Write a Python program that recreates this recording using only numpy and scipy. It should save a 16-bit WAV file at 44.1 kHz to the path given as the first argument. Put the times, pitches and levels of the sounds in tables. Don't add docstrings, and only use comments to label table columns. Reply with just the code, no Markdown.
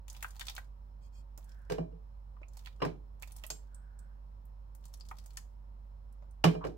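import sys
import numpy as np
from scipy import signal
from scipy.fft import rfft, irfft, next_fast_len
from scipy.io import wavfile

SR = 44100
rng = np.random.default_rng(int(sys.argv[2]) if len(sys.argv) > 2 else 0)


def wrap_up_sound(samples):
    columns = np.atleast_2d(samples).T
    tamed = np.clip(columns, -1, 1)
    steps = np.round(tamed * 32767).astype(np.int16)
    wavfile.write(sys.argv[1], SR, steps)


N = 298557
T = np.arange(SR // 2) / SR

# freq_hz, t60_s
ROOM_DECAY = [(150, 0.49), (500, 0.35), (1500, 0.19), (4000, 0.23), (8000, 0.24), (15000, 0.23)]
# freq_hz, level_db, t60_s
LADLE_MODES = [(649, -8.5, 0.11), (1492, -9, .06), (2485, -9.5, .06), (3230, -20, .07), (4420, -12, .06),
               (4824, -5.5, 0.082), (5410, -4.5, .052), (6520, 8, .035), (7040, -5.5, 0.064),
               (7430, -2.5, .13), (7750, -3, .05), (8460, -11, 0.2), (11200, -17, .12), (12700, -18, .18),
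               (13740, -24, .083)]
# freq_hz, density_db
SCRATCH_SPECTRUM = [(250, -31), (600, 0.5), (2000, -4), (5000, 4.5), (7500, -2.5), (10000, -8),
                    (15500, -12)]
# freq_hz, density_db
SNAP_SPECTRUM = [(300, -30.5), (750, 4.5), (2000, -10.5), (4000, -14), (7000, 0.5), (10000, -4.5),
                 (15500, -2)]


def amp(db):
    return 10 ** (np.asarray(db) / 20)


def unit(x):
    return x / np.sqrt(np.mean(x ** 2) + 1e-20)


def read(points, hz):
    f, value = np.transpose(points)
    return np.interp(np.log(hz + 1), np.log(f + 1), value)


def bell(hz, centre_hz, width_oct):
    return np.exp(-.5 * (np.log2(hz / centre_hz) / width_oct) ** 2)


def fade(t60_s):
    return np.exp(-np.log(1000) * T / t60_s)


def shaped(x, gain):
    size = x.shape[-1]
    return irfft(rfft(x) * gain(np.fft.rfftfreq(size, 1 / SR)), size)


def hiss(spectrum):
    return unit(shaped(rng.standard_normal((2, len(T))), lambda f: amp(read(spectrum, f))))


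def band_decay(x, decays):
    bands_hz, t60s = zip(*decays)
    return sum(shaped(x, lambda f: read(list(zip(bands_hz, share)), f)) * fade(t60_s)
               for share, t60_s in zip(np.eye(len(decays)), t60s))


def narrow_noise(hz, width_hz, size):
    return unit(shaped(rng.standard_normal((2, size)), lambda f: 1 / (1 + ((f - hz) / width_hz * 2) ** 2)))


def sides(balance_db):
    return amp([[balance_db / 2], [-balance_db / 2]])


def ring(hz, t60_s, lag_ms):
    t = np.maximum(T - np.array([[0], [lag_ms * 1e-3]]), 0)
    return np.sin(2 * np.pi * hz * t) * fade(t60_s)


def add(mix, start_s, sound):
    part = mix[:, round(start_s * SR):][:, :sound.shape[1]]
    part += sound[:, :part.shape[1]]


def room(x, near_db, near_t60_s, tail_db):
    taps = rng.choice([-1., 1.], (2, 2, len(T))) * (rng.random((2, 2, len(T))) < .12)
    near = taps[0] * fade(near_t60_s) * (T > .0007)
    tail = band_decay(taps[1], ROOM_DECAY) * np.clip((T - .003) / 0.008, 0, 1)
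    echo = (amp(near_db) * unit(near) + amp(tail_db) * unit(tail)) / np.sqrt(len(T))
    return x + signal.fftconvolve(x, echo, axes=1)[:, :N]


def room_air(level_db=-62):
    # freq_hz, density_db
    spectrum = [(20, -11.5), (45, -2.5), (75, 3), (115, -4), (200, -9.5), (320, -19.5), (550, -17.5),
                (1000, -17), (1500, -28), (2200, -36), (4000, -41), (7000, -47), (10000, -49), (15000, -44)]
    # freq_hz, correlation
    likeness = [(60, 1), (130, 0.84), (290, 0.026), (640, -0.53), (1400, -0.35), (3100, 0.0071),
                (15000, 0.024)]
    # freq_hz, balance_db
    balance = [(60, -1), (200, -7), (400, 1.5), (700, -1), (1300, -3), (15000, -1)]
    # pitch_hz, width_hz, level_db
    whistles = [(553, 46, -80.5), (924, 170, -80), (4150, 120, -96.5), (5274, 130, -94.5)]
    size = next_fast_len(N)
    f = np.fft.rfftfreq(size, 1 / SR)
    left, independent = rfft(rng.standard_normal((2, size)))
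    correlation = read(likeness, f)
    right = correlation * left + np.sqrt(1 - correlation ** 2) * independent
    tilt_db = read(balance, f) / 2
    pair = np.array([left * amp(tilt_db), right * amp(-tilt_db)])
    air = amp(level_db) * unit(irfft(pair * amp(read(spectrum, f)), size))
    air += sum(amp(db) * narrow_noise(hz, width_hz, size) for hz, width_hz, db in whistles)
    return air[:, :N]


def motor_hum():
    # freq_hz, rms_db
    lines = [(49.0, -48.9), (57.2, -66)]
    t = np.arange(N) / SR
    hum = sum(amp(db) * np.sqrt(2) * np.sin(2 * np.pi * (hz * t + rng.random())) for hz, db in lines)
    return hum * sides(-4.5)


def ladle_rubs(glide_width_hz=350, mode_width_hz=110, rub_hz=4200, rub_oct=1.0, grit_db=-9):
    # start_s, length_s, level_db, pitch_hz
    glides = [(1.418, 0.39, -72, 1580), (3.615, .63, -75.5, 1516), (6.604, .05, -47, 1060)]
    # start_s, length_s, level_db
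    scrapes = [(1.001, 0.1, -74), (1.11, 0.13, -71)]
    out = np.zeros((2, N))
    for start_s, length_s, db, hz in glides:
        size = int(length_s * SR)
        whisper = narrow_noise(hz, glide_width_hz, size)
        add(out, start_s, amp(db) * whisper * signal.windows.tukey(size, .5))
    for start_s, length_s, db in scrapes:
        size = int(length_s * SR)
        modes = sum(bell(hz, rub_hz, rub_oct) * narrow_noise(hz, mode_width_hz, size)
                    for hz, _, _ in LADLE_MODES)
        grit = amp(grit_db) * hiss(SNAP_SPECTRUM)[:, :size]
        add(out, start_s, amp(db) * (unit(modes) + grit) * signal.windows.tukey(size, .8))
    return out * sides(-2.1)


def ladle_clinks(tick_db=-4, cup_db=-11, chatter_db=-11):
    # start_s, level_db, contact_cutoff_hz
    taps = [(1.381, -35, 820), (2.416, -32.5, 566), (3.44, -32.5, 928), (3.5022, -29.5, 15000),
            (3.505, -39.5, 9130), (6.2233, -35, 657)]
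    out = np.zeros((2, N))
    for start_s, db, cutoff_hz in taps:
        cup = sum(amp(mode_db) * ring(hz, t60_s, lag_ms=rng.uniform(0, 0.99))
                  for hz, mode_db, t60_s in LADLE_MODES)
        tick = amp(tick_db) * hiss(SNAP_SPECTRUM) * fade(0.0096)
        chatter = amp(chatter_db) * hiss(SCRATCH_SPECTRUM) * fade(0.072)
        lowpass = signal.butter(2, cutoff_hz, fs=SR)
        add(out, start_s, amp(db) * signal.lfilter(*lowpass, amp(cup_db) * cup + tick + chatter))
    return room(out * sides(-1.93), near_db=-5, near_t60_s=0.037, tail_db=-10)


def pan_ring(spot_hz, cutoff_hz, focus_oct=0.21, off_spot_db=-14):
    # freq_hz, level_db, t60_s
    modes = [(286.7, -6, 0.36), (337.4, -9.5, 0.29), (388, -4, 0.16), (430.8, 1, 0.32), (481.7, 0.5, 0.196),
             (516, -2.5, 0.056), (636, -8.5, 0.32), (715, -8.5, 0.091), (750, -8.5, 0.17), (1035, -3, 0.12),
             (1150, -9.5, 0.14), (1247, 1, 0.026), (1307, -13.5, 0.11), (1568, -15, 0.21),
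             (1715, -17.5, 0.18), (2374, -7.5, 0.23), (2838, 3.5, 0.03), (2930, -15, 0.17),
             (3140, -20.5, 0.23), (4000, -15, 0.22), (5140, -8, 0.17)]
    out = 0
    for (hz, db, t60_s), detune in zip(modes, rng.standard_normal(len(modes))):
        spot_db = off_spot_db * (1 - bell(hz, spot_hz, focus_oct))
        gain = amp(db + spot_db) / np.hypot(1, hz / cutoff_hz / 2)
        out += np.sign(detune) * gain * ring(hz * (1 + 0.0096 * detune), t60_s, lag_ms=0.668)
    return out


def pan_thud():
    # pitch_hz, swell_s, after_db, after_t60_s
    rocking = (166, .028, -16, .25)
    hz, swell_s, after_db, after_t60_s = rocking
    swell = T / swell_s * np.exp(.5 - .5 * (T / swell_s) ** 2)
    after_ring = amp(after_db) * fade(after_t60_s) * np.minimum(T / swell_s / 2, 1)
    return np.sin(2 * np.pi * hz * T) * (swell + after_ring)


def pan_clatter(cutoff_hz):
    # freq_hz, density_db
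    spectrum = [(60, -40), (115, 1), (220, -6.5), (330, 0), (600, -0.5), (1100, -1), (1600, -1.5),
                (2050, -3.5), (2900, -2.5), (4000, -5.5), (7000, -16.5), (15000, -30.5)]
    return shaped(hiss(spectrum), lambda f: 1 / np.hypot(1, (f / cutoff_hz) ** 2))


def pan_knocks(direct_db=1, tail_db=-13, attack_s=0.0026, tail_rise_s=0.014):
    # start_s, ring_db, spot_hz, clatter_db, contact_cutoff_hz, thud_db, scratch_db
    blows = [(1.6984, -33.5, 1560, -31.5, 1800, -40, -46), (1.709, -31, 472, -41, 890, -58, -50),
             (1.719, -35, 500, -35, 2970, -67, -41.5), (1.7822, -28.5, 630, -26, 600, -31.5, -61),
             (1.924, -52, 453, -66, 397, -52, -90), (2.802, -40, 1430, -56, 2600, -70, -71),
             (2.8174, -48, 710, -25.5, 2600, -39, -56), (2.8212, -20.5, 956, -27.5, 2100, -61, -48.5),
             (2.8489, -40, 458, -25.5, 1320, -42, -45.5), (2.86, -39.5, 710, -46, 1000, -48, -62),
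             (3.504, -42, 715, -46, 1009, -61.5, -76.5), (6.4396, -18.5, 2930, -14.5, 3000, -50, -27.5),
             (6.443, -18.5, 1170, -20.5, 1700, -56, -62), (6.4471, -19.5, 342, -29, 1300, -17.5, -35),
             (6.549, -29.5, 685, -37, 684, -38, -72), (6.64, -36, 885, -33.5, 2090, -45, -64),
             (6.648, -34.5, 427, -27.5, 1010, -65, -52), (6.667, -41.5, 417, -40, 900, -44, -53)]
    # freq_hz, t60_s
    clatter_decay = [(150, 0.39), (500, 0.16), (1200, 0.039), (3000, 0.02), (12000, 0.009)]
    out = np.zeros((2, N))
    thud = pan_thud() * sides(-3.5)
    for start_s, ring_db, spot_hz, clatter_db, cutoff_hz, thud_db, scratch_db in blows:
        clatter, far_clatter = (amp(clatter_db) * pan_clatter(cutoff_hz) for _ in range(2))
        scratch, far_scratch = (amp(scratch_db) * hiss(SCRATCH_SPECTRUM) for _ in range(2))
        direct = band_decay(clatter, clatter_decay) + scratch * fade(0.049)
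        tail = band_decay(far_clatter + far_scratch, ROOM_DECAY) * np.minimum(T / tail_rise_s, 1)
        blow = amp(ring_db) * pan_ring(spot_hz, cutoff_hz) + amp(direct_db) * direct + amp(tail_db) * tail
        add(out, start_s, blow * np.minimum(T / attack_s, 1) * sides(-2.5) + amp(thud_db) * thud)
    return out


def plop(bubble_db, hz, snap_db, rise=0.56, lag_ms=.2, tone_db=1, slop_db=-5, hollow_cutoff_hz=2500):
    # freq_hz, level_db, t60_s
    bowl_modes = [(793, -21.5, 0.053), (1024, -14.5, 0.051), (1285, -11.5, 0.022)]
    life_s = 15 / hz + 0.0051
    glide = 1 + rise * (np.minimum(T / life_s, 1) - .2) / 2
    bubble = amp(tone_db) * ring(hz * glide, life_s, lag_ms)
    slop = unit(shaped(rng.standard_normal((2, len(T))), lambda f: bell(f + 1, hz, width_oct=0.68)))
    slop *= fade(0.027) * amp(slop_db + 0.28 * (snap_db - bubble_db))
    hollow = sum(amp(db) * ring(mode_hz * rng.uniform(1, 1.05), t60_s, lag_ms)
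                 for mode_hz, db, t60_s in bowl_modes)
    hollow /= 1 + (hz / hollow_cutoff_hz) ** 2
    snap = hiss(SNAP_SPECTRUM) * (fade(0.0042) + 0.2 * fade(0.036))
    attack = np.minimum(T / .0012, 1)
    return (amp(bubble_db) * (bubble + slop + hollow) + amp(snap_db) * snap) * attack


def flow_db(t, length_s, swell_s=0.051, drain_db_per_s=116):
    return 20 * np.log10(np.clip(t / swell_s, .001, 1)) - drain_db_per_s * np.maximum(t - length_s, 0)


def drips(length_s, count=16, gap_s=0.038, spread_db=3.5, pitch_hz=4680, spread_oct=0.94):
    delays_s = (np.arange(count) + rng.random(count)) * gap_s
    levels_db = flow_db(delays_s, length_s) + spread_db * rng.uniform(-1.45, 1, count)
    pitches_hz = pitch_hz * 2 ** (spread_oct * rng.uniform(-0.8, 1, count))
    return zip(delays_s, levels_db, pitches_hz)


def spatter(rate_per_s=700):
    # freq_hz, density_db
    spectrum = [(400, -16), (750, 7.5), (2000, -2.5), (4000, -3.5), (7000, -5.5), (10000, -10),
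                (15500, -5.5)]
    specks = rng.standard_normal((2, N)) * (rng.random(N) < rate_per_s / SR)
    specks *= amp(4.3 * np.minimum(rng.exponential(1, N), 3))
    return unit(shaped(specks, lambda f: amp(read(spectrum, f))))


def soup(spatter_db=-2, drip_bubble_db=15.5, drip_snap_db=18):
    # start_s, bubble_db, pitch_hz, snap_db, balance_db
    plops = [(.081, -53, 3000, -37.5, 6.5), (.0995, -34.5, 6300, -47, -1.5), (.148, -47.5, 2670, -53, 5),
             (.2262, -35.5, 1920, -24, 3), (.2447, -26.5, 1510, -53, 2.5), (.395, -44, 3120, -31, 5),
             (.4096, -27.5, 3460, -42, 1.5), (.414, -35, 1730, -42, 4), (.4679, -39, 4230, -33, 0),
             (.4828, -26, 3650, -41, -2), (.4967, -32.5, 3540, -33, -0.5), (0.5511, -50, 7900, -35, 0),
             (.564, -33, 3580, -42, -2), (.5797, -31.5, 1474, -36, 0), (1.3762, -58, 5900, -37.5, -5),
             (1.519, -49, 5200, -88, -2), (2.367, -51.5, 1125, -78, 1), (2.431, -41, 2390, -129, -7.5),
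             (2.4837, -48.5, 6800, -92, -6.5), (2.57, -54, 4800, -43.5, -8.5),
             (2.659, -41, 3180, -46.5, -8), (2.671, -38.5, 2450, -50, -7),
             (3.223, -48.5, 3260, -31.5, -2.5), (3.2301, -37.5, 2390, -65.5, -12.5),
             (3.2751, -75, 2500, -44, 1), (3.32, -39, 8660, -56, -1), (3.3646, -42, 8850, -41, 0),
             (3.4371, -37.5, 2520, -38.5, -9.5), (3.4651, -32.5, 11300, -51, -5),
             (3.502, -32, 7250, -41, 0), (3.746, -35.5, 8030, -98, -3), (3.9901, -42, 7950, -83, -4),
             (4.453, -51.5, 11840, -79, 2), (4.7497, -77, 7000, -43, 2.5), (4.854, -52.5, 5300, -41, -2),
             (4.9386, -44, 5460, -40.5, 0), (5.0082, -35.5, 4630, -78, 0), (5.0864, -46, 4970, -46, -1),
             (5.1123, -32, 1228, -47, 2.5), (5.116, -45, 850, -53, 9), (5.1851, -45, 4690, -46, 2),
             (5.26, -54, 6900, -39.5, -1.5), (5.3709, -30, 6750, -38.5, -1), (5.374, -37.5, 1710, -41, 3.5),
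             (6.125, -59.5, 9570, -70, -6.5), (6.309, -55, 8500, -83, -4)]
    # start_s, length_s, level_db, balance_db
    flows = [(0.07, 0.41, -63, -0.5), (1.361, 0.17, -76, -3), (2.506, 0.12, -69, -2),
             (3.185, 0.33, -70, -6), (4.791, 0.6, -74.5, 1.5)]
    out, t = np.zeros((2, N)), np.arange(N) / SR
    for start_s, bubble_db, hz, snap_db, balance_db in plops:
        add(out, start_s, plop(bubble_db, hz, snap_db) * sides(balance_db))
    spray = amp(spatter_db) * spatter()
    for start_s, length_s, db, balance_db in flows:
        gain = amp(db) * sides(balance_db)
        out += gain * spray * amp(flow_db(t - start_s, length_s)) * (t > start_s)
        for delay_s, drip_db, hz in drips(length_s):
            add(out, start_s + delay_s, gain * amp(drip_db) * plop(drip_bubble_db, hz, drip_snap_db))
    return room(out, near_db=-3.5, near_t60_s=0.058, tail_db=-11)


def scene():
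    return pan_knocks() + ladle_clinks() + soup() + ladle_rubs() + motor_hum() + room_air()


def record(dry):
    lowpass = signal.firwin(401, 15900, window=("kaiser", 9), fs=SR)
    return signal.oaconvolve(dry, lowpass[None], "same")


dry = scene()
out = record(dry)
wrap_up_sound(out)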